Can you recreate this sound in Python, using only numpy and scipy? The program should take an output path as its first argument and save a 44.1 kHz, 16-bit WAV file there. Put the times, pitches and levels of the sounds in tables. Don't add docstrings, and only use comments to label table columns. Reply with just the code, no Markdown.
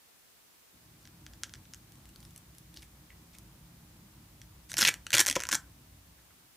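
import sys
import numpy as np
from scipy import signal
from scipy.fft import rfft, irfft
from scipy.io import wavfile
from scipy.ndimage import uniform_filter1d

SR = 44100
rng = np.random.default_rng(int(sys.argv[2]) if len(sys.argv) > 2 else 0)


def to_wav(sig):
    pcm = np.clip(np.atleast_2d(sig), -1, 1) * 32767
    pcm = np.round(pcm).astype(np.int16)
    wavfile.write(sys.argv[1], SR, pcm.T)


def volts_from_decibels(level):
    exponent = np.asarray(level, float) / 20
    return 10 ** exponent


N = 289456


def evened(x):
    return x / np.sqrt(np.mean(x ** 2) + 1e-20)


def read(points, hz):
    f, value = np.transpose(points)
    return np.interp(np.log(hz + 1), np.log(f + 1), value)


def add(mix, start_s, sound):
    part = mix[round(start_s * SR):][:len(sound)]
    part += sound[:len(part)]


def ring(modes, size, tune=1):
    t = np.arange(size) / SR
    out = np.zeros(size)
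    for k, (hz, width, db) in enumerate(modes):
        swell = 1 - np.exp(-2 * np.pi * width * t)
        decay = np.exp(-np.pi * width * t)
        out += (-1) ** k * volts_from_decibels(db) * width * swell * decay * np.sin(2 * np.pi * hz * tune * t)
    return out


def hiss():
    # pitch_hz, level_db
    hiss_tone = [(20, -10), (40, 1.5), (300, 3.5), (3000, 0), (12000, -2), (15300, 0), (15900, -23),
                 (16400, -42.5)]
    hz = np.fft.rfftfreq(N, 1 / SR)
    noise = rfft(rng.standard_normal((2, N)))
    return volts_from_decibels(-61.5) * evened(irfft(noise * volts_from_decibels(read(hiss_tone, hz)), N))


def rumble(lump_db=2.0):
    # time_s, level_db
    rumble_fade = [
        (.73, -6.5),
        (1.31, 0),
        (2.34, 0),
        (2.68, -1),
        (4.05, 0.1),
        (4.22, -1),
        (5.65, -0.2),
        (6.496, -9.5),
        (6.56, -17),
    ]
    # pitch_hz, width_hz, level_db
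    deep_hum = [(58.8, 13, 4.5), (38, 20, -22.5)]
    low_hum = [(92.4, 9, 0.5), (107.8, 8.9, 1.5), (135.2, 12, 2), (170.5, 9.2, 2), (203.4, 12, -3.5),
               (241, 17.8, -7), (308.8, 26.6, -5.5), (379.5, 45, -19.5)]
    far_hum = [(567, 560, 6.5), (1044, 480, 8.5), (2000, 920, -2.5)]
    s, faded_db = np.transpose(rumble_fade)
    t, out = np.arange(N) / SR, np.zeros(N)
    # its tones, level_db, how strongly it follows the fade
    for modes, db, follows in [(deep_hum, -59, 1.7), (low_hum, -58, 1.2), (far_hum, -72, 1)]:
        lumps = volts_from_decibels(lump_db * evened(uniform_filter1d(rng.standard_normal(N), size=2500)))
        hum = signal.oaconvolve(lumps * rng.standard_normal(N), ring(modes, size=6000))[:N]
        out += volts_from_decibels(db + follows * np.interp(t, s, faded_db)) * evened(hum)
    return out * (t > s[0])


def rustle(per_s=6000, spread_db=2.0, throb_db=3.0):
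    # start_s, end_s, level_db, pitch_hz, width_hz
    strokes = [(1.009, 1.065, -70, 5000, 5100), (2.19, 2.307, -69, 7950, 8000),
               (2.755, 2.804, -62, 4300, 2000), (2.77, 2.775, -50.5, 4400, 2200),
               (2.803, 2.856, -65, 5000, 8000), (3.098, 3.107, -58, 2230, 890),
               (3.103, 3.138, -67, 1960, 500), (2.816, 2.84, -63, 2150, 400),
               (3.338, 3.365, -67.5, 2200, 497), (3.33, 3.373, -67.5, 3540, 4000),
               (4.69, 4.724, -53, 5000, 5000), (4.772, 4.904, -38, 4500, 7000),
               (4.871, 4.899, -31.5, 2300, 700), (4.848, 4.857, -29.5, 3200, 1200),
               (5.132, 5.167, -37.5, 5000, 7000), (5.195, 5.217, -32, 7470, 4970),
               (5.268, 5.318, -41.5, 6500, 7040), (5.513, 5.558, -37.5, 5500, 7000),
               (6.18, 6.2, -69.5, 1700, 910), (6.301, 6.322, -70, 1200, 700)]
    chosen = rng.random(N) < per_s / SR
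    grains = np.sign(rng.standard_normal(N)) * chosen * volts_from_decibels(spread_db * rng.exponential(1, N))
    grains *= volts_from_decibels(throb_db * evened(uniform_filter1d(rng.standard_normal(N), size=120)))
    out = np.zeros(N)
    for start_s, end_s, db, hz, width in strokes:
        stroke = grains[round(start_s * SR):round(end_s * SR)]
        rise = np.minimum(np.arange(len(stroke)) / (SR * 0.00408), 1)
        fall = np.minimum(np.linspace(4, 0, len(stroke)), 1)
        sound = np.convolve(stroke * rise * fall, np.diff(ring([(hz, width, 0)], size=200)))
        add(out, start_s, volts_from_decibels(db) * evened(sound))
    return out


def cluster(start_s, ms, parts_db, fade_db, snaps_per_ms=5.5, spread_db=3.5, detune=0.085):
    # pitch_hz, width_hz, level_db
    disc_flex = [(1382, 295, -2), (1620, 366, 6), (2200, 980, -3)]
    paper = [(2650, 740, -7.5), (3130, 316, 7.5), (4520, 1350, 2)]
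    hook = [(5500, 730, 4.5), (6830, 1150, 6.5), (7500, 2140, -1.5)]
    fibre = [(8900, 3500, 1.5), (11800, 2700, 2), (14100, 2800, -2.5)]
    # time_s, pitch ratio of its flex
    tension = [
        (4.83, 0.99),
        (4.875, 1.15),
        (5.06, 0.99),
        (5.35, 1.036),
        (5.56, 0.87),
    ]
    when, size, sign = rng.uniform(.02, 1, (3, 40))
    when[0] = 0
    used = np.arange(40) < max(round(snaps_per_ms * (ms - .15)), 1)
    force = used * np.sign(sign - .5) * volts_from_decibels(-spread_db * np.log(size) - fade_db * when)
    snaps = np.zeros(400)
    np.add.at(snaps, (when * min(ms, 9) * SR / 1000).astype(int), force)
    bent = np.interp(start_s, *np.transpose(tension))
    parts = (disc_flex, paper, hook, fibre)
    out = np.zeros(699)
    for modes, db, turn, taut in zip(parts, parts_db, rng.uniform(.02, 1, 4), (bent, 1, 1, 1)):
        sound = np.convolve(snaps, ring(modes, size=300, tune=taut + detune * (2 * turn - 1)))
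        sound /= np.linalg.norm(sound) + 1e-12
        out += volts_from_decibels(db) * sound * np.sqrt((ms + 0.53) * SR / 1000)
    return out


def hooks(rows, mix_db, fade_db, scatter_db=0.5):
    follows = np.array((0.93, 1.06, 0.039, 0.0057))
    out = np.zeros(N)
    for start_s, ms, db, disc_db in rows:
        scatter = scatter_db * (2 * rng.uniform(.02, 1, 4) - 1)
        parts_db = db + np.array(mix_db) + disc_db * follows + scatter
        add(out, start_s, cluster(start_s, ms, parts_db, fade_db))
    return out


def touches():
    # start_s, length_ms, level_db, disc ring over hook snap_db
    placing = [(1.0535, 1.7, -54, -3), (1.0742, 1.6, -54, -3), (1.265, 0.99, -46.5, -0.5),
               (1.3349, 3.4, -56.5, -2.5), (1.4346, .2, -24.5, -7.5), (1.4415, 0.69, -48, 2.5),
               (1.4947, 0.51, -50, -3.5), (1.538, .2, -39, -2.5), (1.5481, 1.3, -54, -4),
               (1.5538, 2.6, -56, -2), (1.654, 1.4, -63.5, 2.5), (1.7363, .53, -37, -12),
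               (1.7453, 0.77, -41.5, -11.5), (4.4158, 3.36, -50.5, -6)]
    pressing = [(1.9211, 0.37, -53.5, -10), (1.9547, 2.7, -62, -10), (2.0553, .8, -56.5, -6),
                (2.0899, 2.4, -59.5, -8), (2.1596, 1.85, -56.5, -1.5), (2.2033, 2.2, -59, -9),
                (2.228, 2.4, -63, -1), (2.2509, 2.1, -58, -4), (2.3077, 1.3, -58, -11),
                (2.361, 1.86, -48.5, -12.5), (2.3772, 3.6, -52.5, -17), (2.5497, .83, -59, -10),
                (2.5833, 2.3, -52, -19), (2.7402, 3.4, -58, -7), (2.7626, 4.7, -60, -4),
                (2.7712, 0.94, -57, 5), (2.8206, 4, -60, -3), (2.8258, 4.2, -60, -5),
                (3.3328, 2.3, -65, -7), (3.3478, 4.8, -60.5, -7), (3.3853, .2, -44.5, -20)]
    placed = hooks(placing, (-0.8, 2.5, -1, -13), fade_db=20.0)
    return placed + hooks(pressing, (-3.5, 7, -1, 0.4), fade_db=6.0)


def thumps():
    # start_s, peak level_db, pitch_hz
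    jerks = [(2.77, -34.5, 58), (4.72, -46, 110), (4.784, -31.5, 326), (4.822, -25, 210),
             (4.865, -34.5, 145), (5.135, -31.5, 125), (5.14, -26.5, 560), (5.148, -30.5, 333),
             (4.5, -40, 90), (5.199, -26.5, 337), (5.3, -32.5, 268), (5.488, -36, 900), (5.4885, -30, 1100),
             (5.28, -32, 590), (5.55, -30.5, 890), (5.528, -26, 1070), (5.528, -32, 200), (5.525, -39, 530),
             (4.74, -43, 650), (5.532, -32, 303)]
    # pitch_hz, level_db, time to die by 60 dB_s
    slap = [(218, -27, 0.036), (377, -25, 0.037), (530, -16, 0.0247), (650, -30, .028), (988, -21, 0.033),
            (1274, -32, 0.036)]
    # start_s, level_db, pitch_hz, t60_s, rise_ms; jerks take 0.054 s and 3 ms at 300 Hz
    tones = [(s, db, hz, 0.054 * (300 / hz) ** 0.67, 3 * 300 / hz) for s, db, hz in jerks]
    tones += [(5.3648, db, hz, t60, 0.37 * 3 * 300 / hz) for hz, db, t60 in slap]
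    out, t = np.zeros(N), np.arange(9000) / SR
    for start_s, db, hz, t60_s, rise_ms in tones:
        swell = 1 - np.exp(-t * 1000 / rise_ms)
        add(out, start_s, volts_from_decibels(db - 60 * t / t60_s) * swell * np.sin(2 * np.pi * hz * t))
    return out


def drone():
    # pitch_hz, level_db
    engine = [(91, -60), (281, -69)]
    start_s, end_s, waver_db = 4.6, 6.2, 1.5
    t = np.arange(start_s, end_s, 1 / SR)
    drift = uniform_filter1d(rng.standard_normal((len(engine), N)), size=6000)
    waver = volts_from_decibels(waver_db * evened(drift))[:, :len(t)]
    tones = sum(volts_from_decibels(db) * w * np.sin(2 * np.pi * hz * t) for (hz, db), w in zip(engine, waver))
    out = np.zeros(N)
    add(out, start_s, signal.windows.tukey(len(t), .3) * tones)
    return out


def tears():
    # start_s, length_ms, level_db, disc ring over hook snap_db
    first_pull = [(4.6967, 3.5, -49, -5), (4.7063, 1.5, -45.5, -15), (4.7168, 1.15, -33.5, -6),
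                  (4.7317, 0.87, -38, -11), (4.7405, 0.79, -31.5, -4.5), (4.7686, .5, -25.5, -15),
                  (4.7698, 1.37, -35, 2.5), (4.7746, 2.2, -39.5, -4), (4.7807, 3.3, -23, -15),
                  (4.7854, 5.7, -25, -6.5), (4.7912, 7.3, -32.5, -5), (4.8018, 4.6, -28.5, -9),
                  (4.8098, 4.8, -24, -4), (4.8181, 3.1, -21, -4.5), (4.8265, 6.1, -26, 0.5),
                  (4.8378, 0.93, -26.5, -2), (4.8496, 3.8, -27, 5.5), (4.8542, 2.1, -32, 0),
                  (4.8618, 0.28, -26, 3), (4.866, 1.1, -33.5, 3), (4.871, 2.12, -26, 1.5),
                  (4.8751, 5.1, -22.5, -3.5), (4.8833, 3, -28.5, 5), (4.8874, 3, -22, -6),
                  (4.94, 1.05, -33, -4.5)]
    second_pull = [(5.0665, 1.77, -38, 0.4), (5.1043, 1.78, -35.5, -2.5), (5.1187, 1.2, -41, -1.5),
                   (5.129, 1.1, -36.5, 2), (5.131, .88, -25, 3), (5.1336, 3.6, -25.5, -8.5),
                   (5.1401, 4.2, -24.5, 3), (5.1483, 3.6, -23.5, -3.5), (5.1525, 3.8, -24.5, -3.5),
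                   (5.1678, 1.1, -22.5, -2.5), (5.1744, .2, -23, 2), (5.1807, 4, -20.5, -5),
                   (5.192, 4.2, -18.5, -6), (5.2016, 4.5, -17, -7.5), (5.21, 4, -22, -4.5),
                   (5.2238, .8, -32.5, -4.5), (5.251, .2, -35, -3), (5.2621, 1.2, -21.5, -11.5),
                   (5.2673, 0.78, -21, -5.5), (5.2784, 0.22, -23, -8), (5.2818, 1.97, -23, -9),
                   (5.285, 3.9, -28, -3.5), (5.2987, 1.05, -21.5, -6.5), (5.311, 2.2, -26.5, -4),
                   (5.327, 0.51, -28.5, -6)]
    last_strip = [(5.3536, 0.2, -31, -5), (5.3558, 0.22, -25, -4.5), (5.3604, .51, -26, -1.5),
                  (5.364, 1.45, -29, -4), (5.389, 1.3, -56, 0), (5.3945, .53, -41, 2),
                  (5.4032, 0.18, -28, -4.5), (5.4102, .6, -35, -8), (5.4211, 1.05, -38, -1),
                  (5.4361, 0.22, -27, -4), (5.4529, .2, -37, 3), (5.4693, .2, -33.5, -9.5),
                  (5.4892, .2, -23.5, -9), (5.4919, 0.33, -32, -5.5), (5.495, 5.8, -46.5, -3),
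                  (5.5124, .73, -32, -1.5), (5.5165, 2.14, -28, -6), (5.5262, 3.4, -25, -3.5),
                  (5.5338, 4.8, -30, -7), (5.5438, 3.4, -31, -3), (5.5507, 4.63, -24.5, -10.5)]
    pulled = hooks(first_pull + second_pull, (-1, 1, -1.5, -7.5), fade_db=3.0)
    stripped = hooks(last_strip, (1.5, -1, 0, -10.5), fade_db=-4.0)
    return pulled + stripped + rustle()


def shaken_pad(torn):
    # pitch_hz, width_hz, level_db
    pad_tones = [(330, 55, -3), (580, 230, -2), (1007, 205, 7.5)]
    direction = rng.choice([-1., 1.], N // 64 + 1).repeat(64)[:N]
    shaken = signal.oaconvolve(abs(torn) * direction, ring(pad_tones, size=2000))[:N]
    return volts_from_decibels(-23) * evened(shaken) * np.std(torn)


def room(x):
    # pitch_hz, time to die by 60 dB_s
    ring_times = [(300, 0.12), (800, 0.29), (2100, 0.17), (5500, 0.14), (12000, 0.15)]
    # delay_ms, level_db
    near_echoes = [(.8, -21), (1.4, -22), (2.1, -29.5), (3.6, -16.5), (7.0, -21)]
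    taps = np.zeros(SR // 2)
    at = np.arange(120, SR // 2 - 10, 10) + rng.integers(0, 10, (SR // 2 - 121) // 10)
    taps[at] = rng.choice([-1., 1.], len(at))
    hz, t, bands = signal.stft(taps, SR, nperseg=128)
    fade = volts_from_decibels(-60 * t / read(ring_times, hz)[:, None])
    tail = signal.istft(bands * fade, SR, nperseg=128)[1]
    tail *= volts_from_decibels(-12) / np.linalg.norm(tail)
    for ms, db in [(0, 0.0042)] + near_echoes:
        tail[round(ms * SR / 1000)] += volts_from_decibels(db)
    return signal.oaconvolve(x, tail)[:N]


def scene():
    torn = tears()
    close = touches() + torn + shaken_pad(torn) + thumps()
    close = signal.sosfilt(signal.butter(2, 60, "high", fs=SR, output="sos"), close)
    mono = room(close) + rumble() + drone()
    return np.array([mono, mono])


def low_pass(x):
    return signal.sosfilt(signal.butter(12, 16480, fs=SR, output="sos"), x)


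def record(dry):
    rounded = .8 * np.tanh(dry / .8)
    cut = signal.sosfilt(signal.butter(2, 42, "high", fs=SR, output="sos"), rounded)
    cut = signal.sosfilt(signal.cheby1(10, .5, 15000, fs=SR, output="sos"), cut)
    return low_pass(cut + hiss())


dry = scene()
out = record(dry)
to_wav(out)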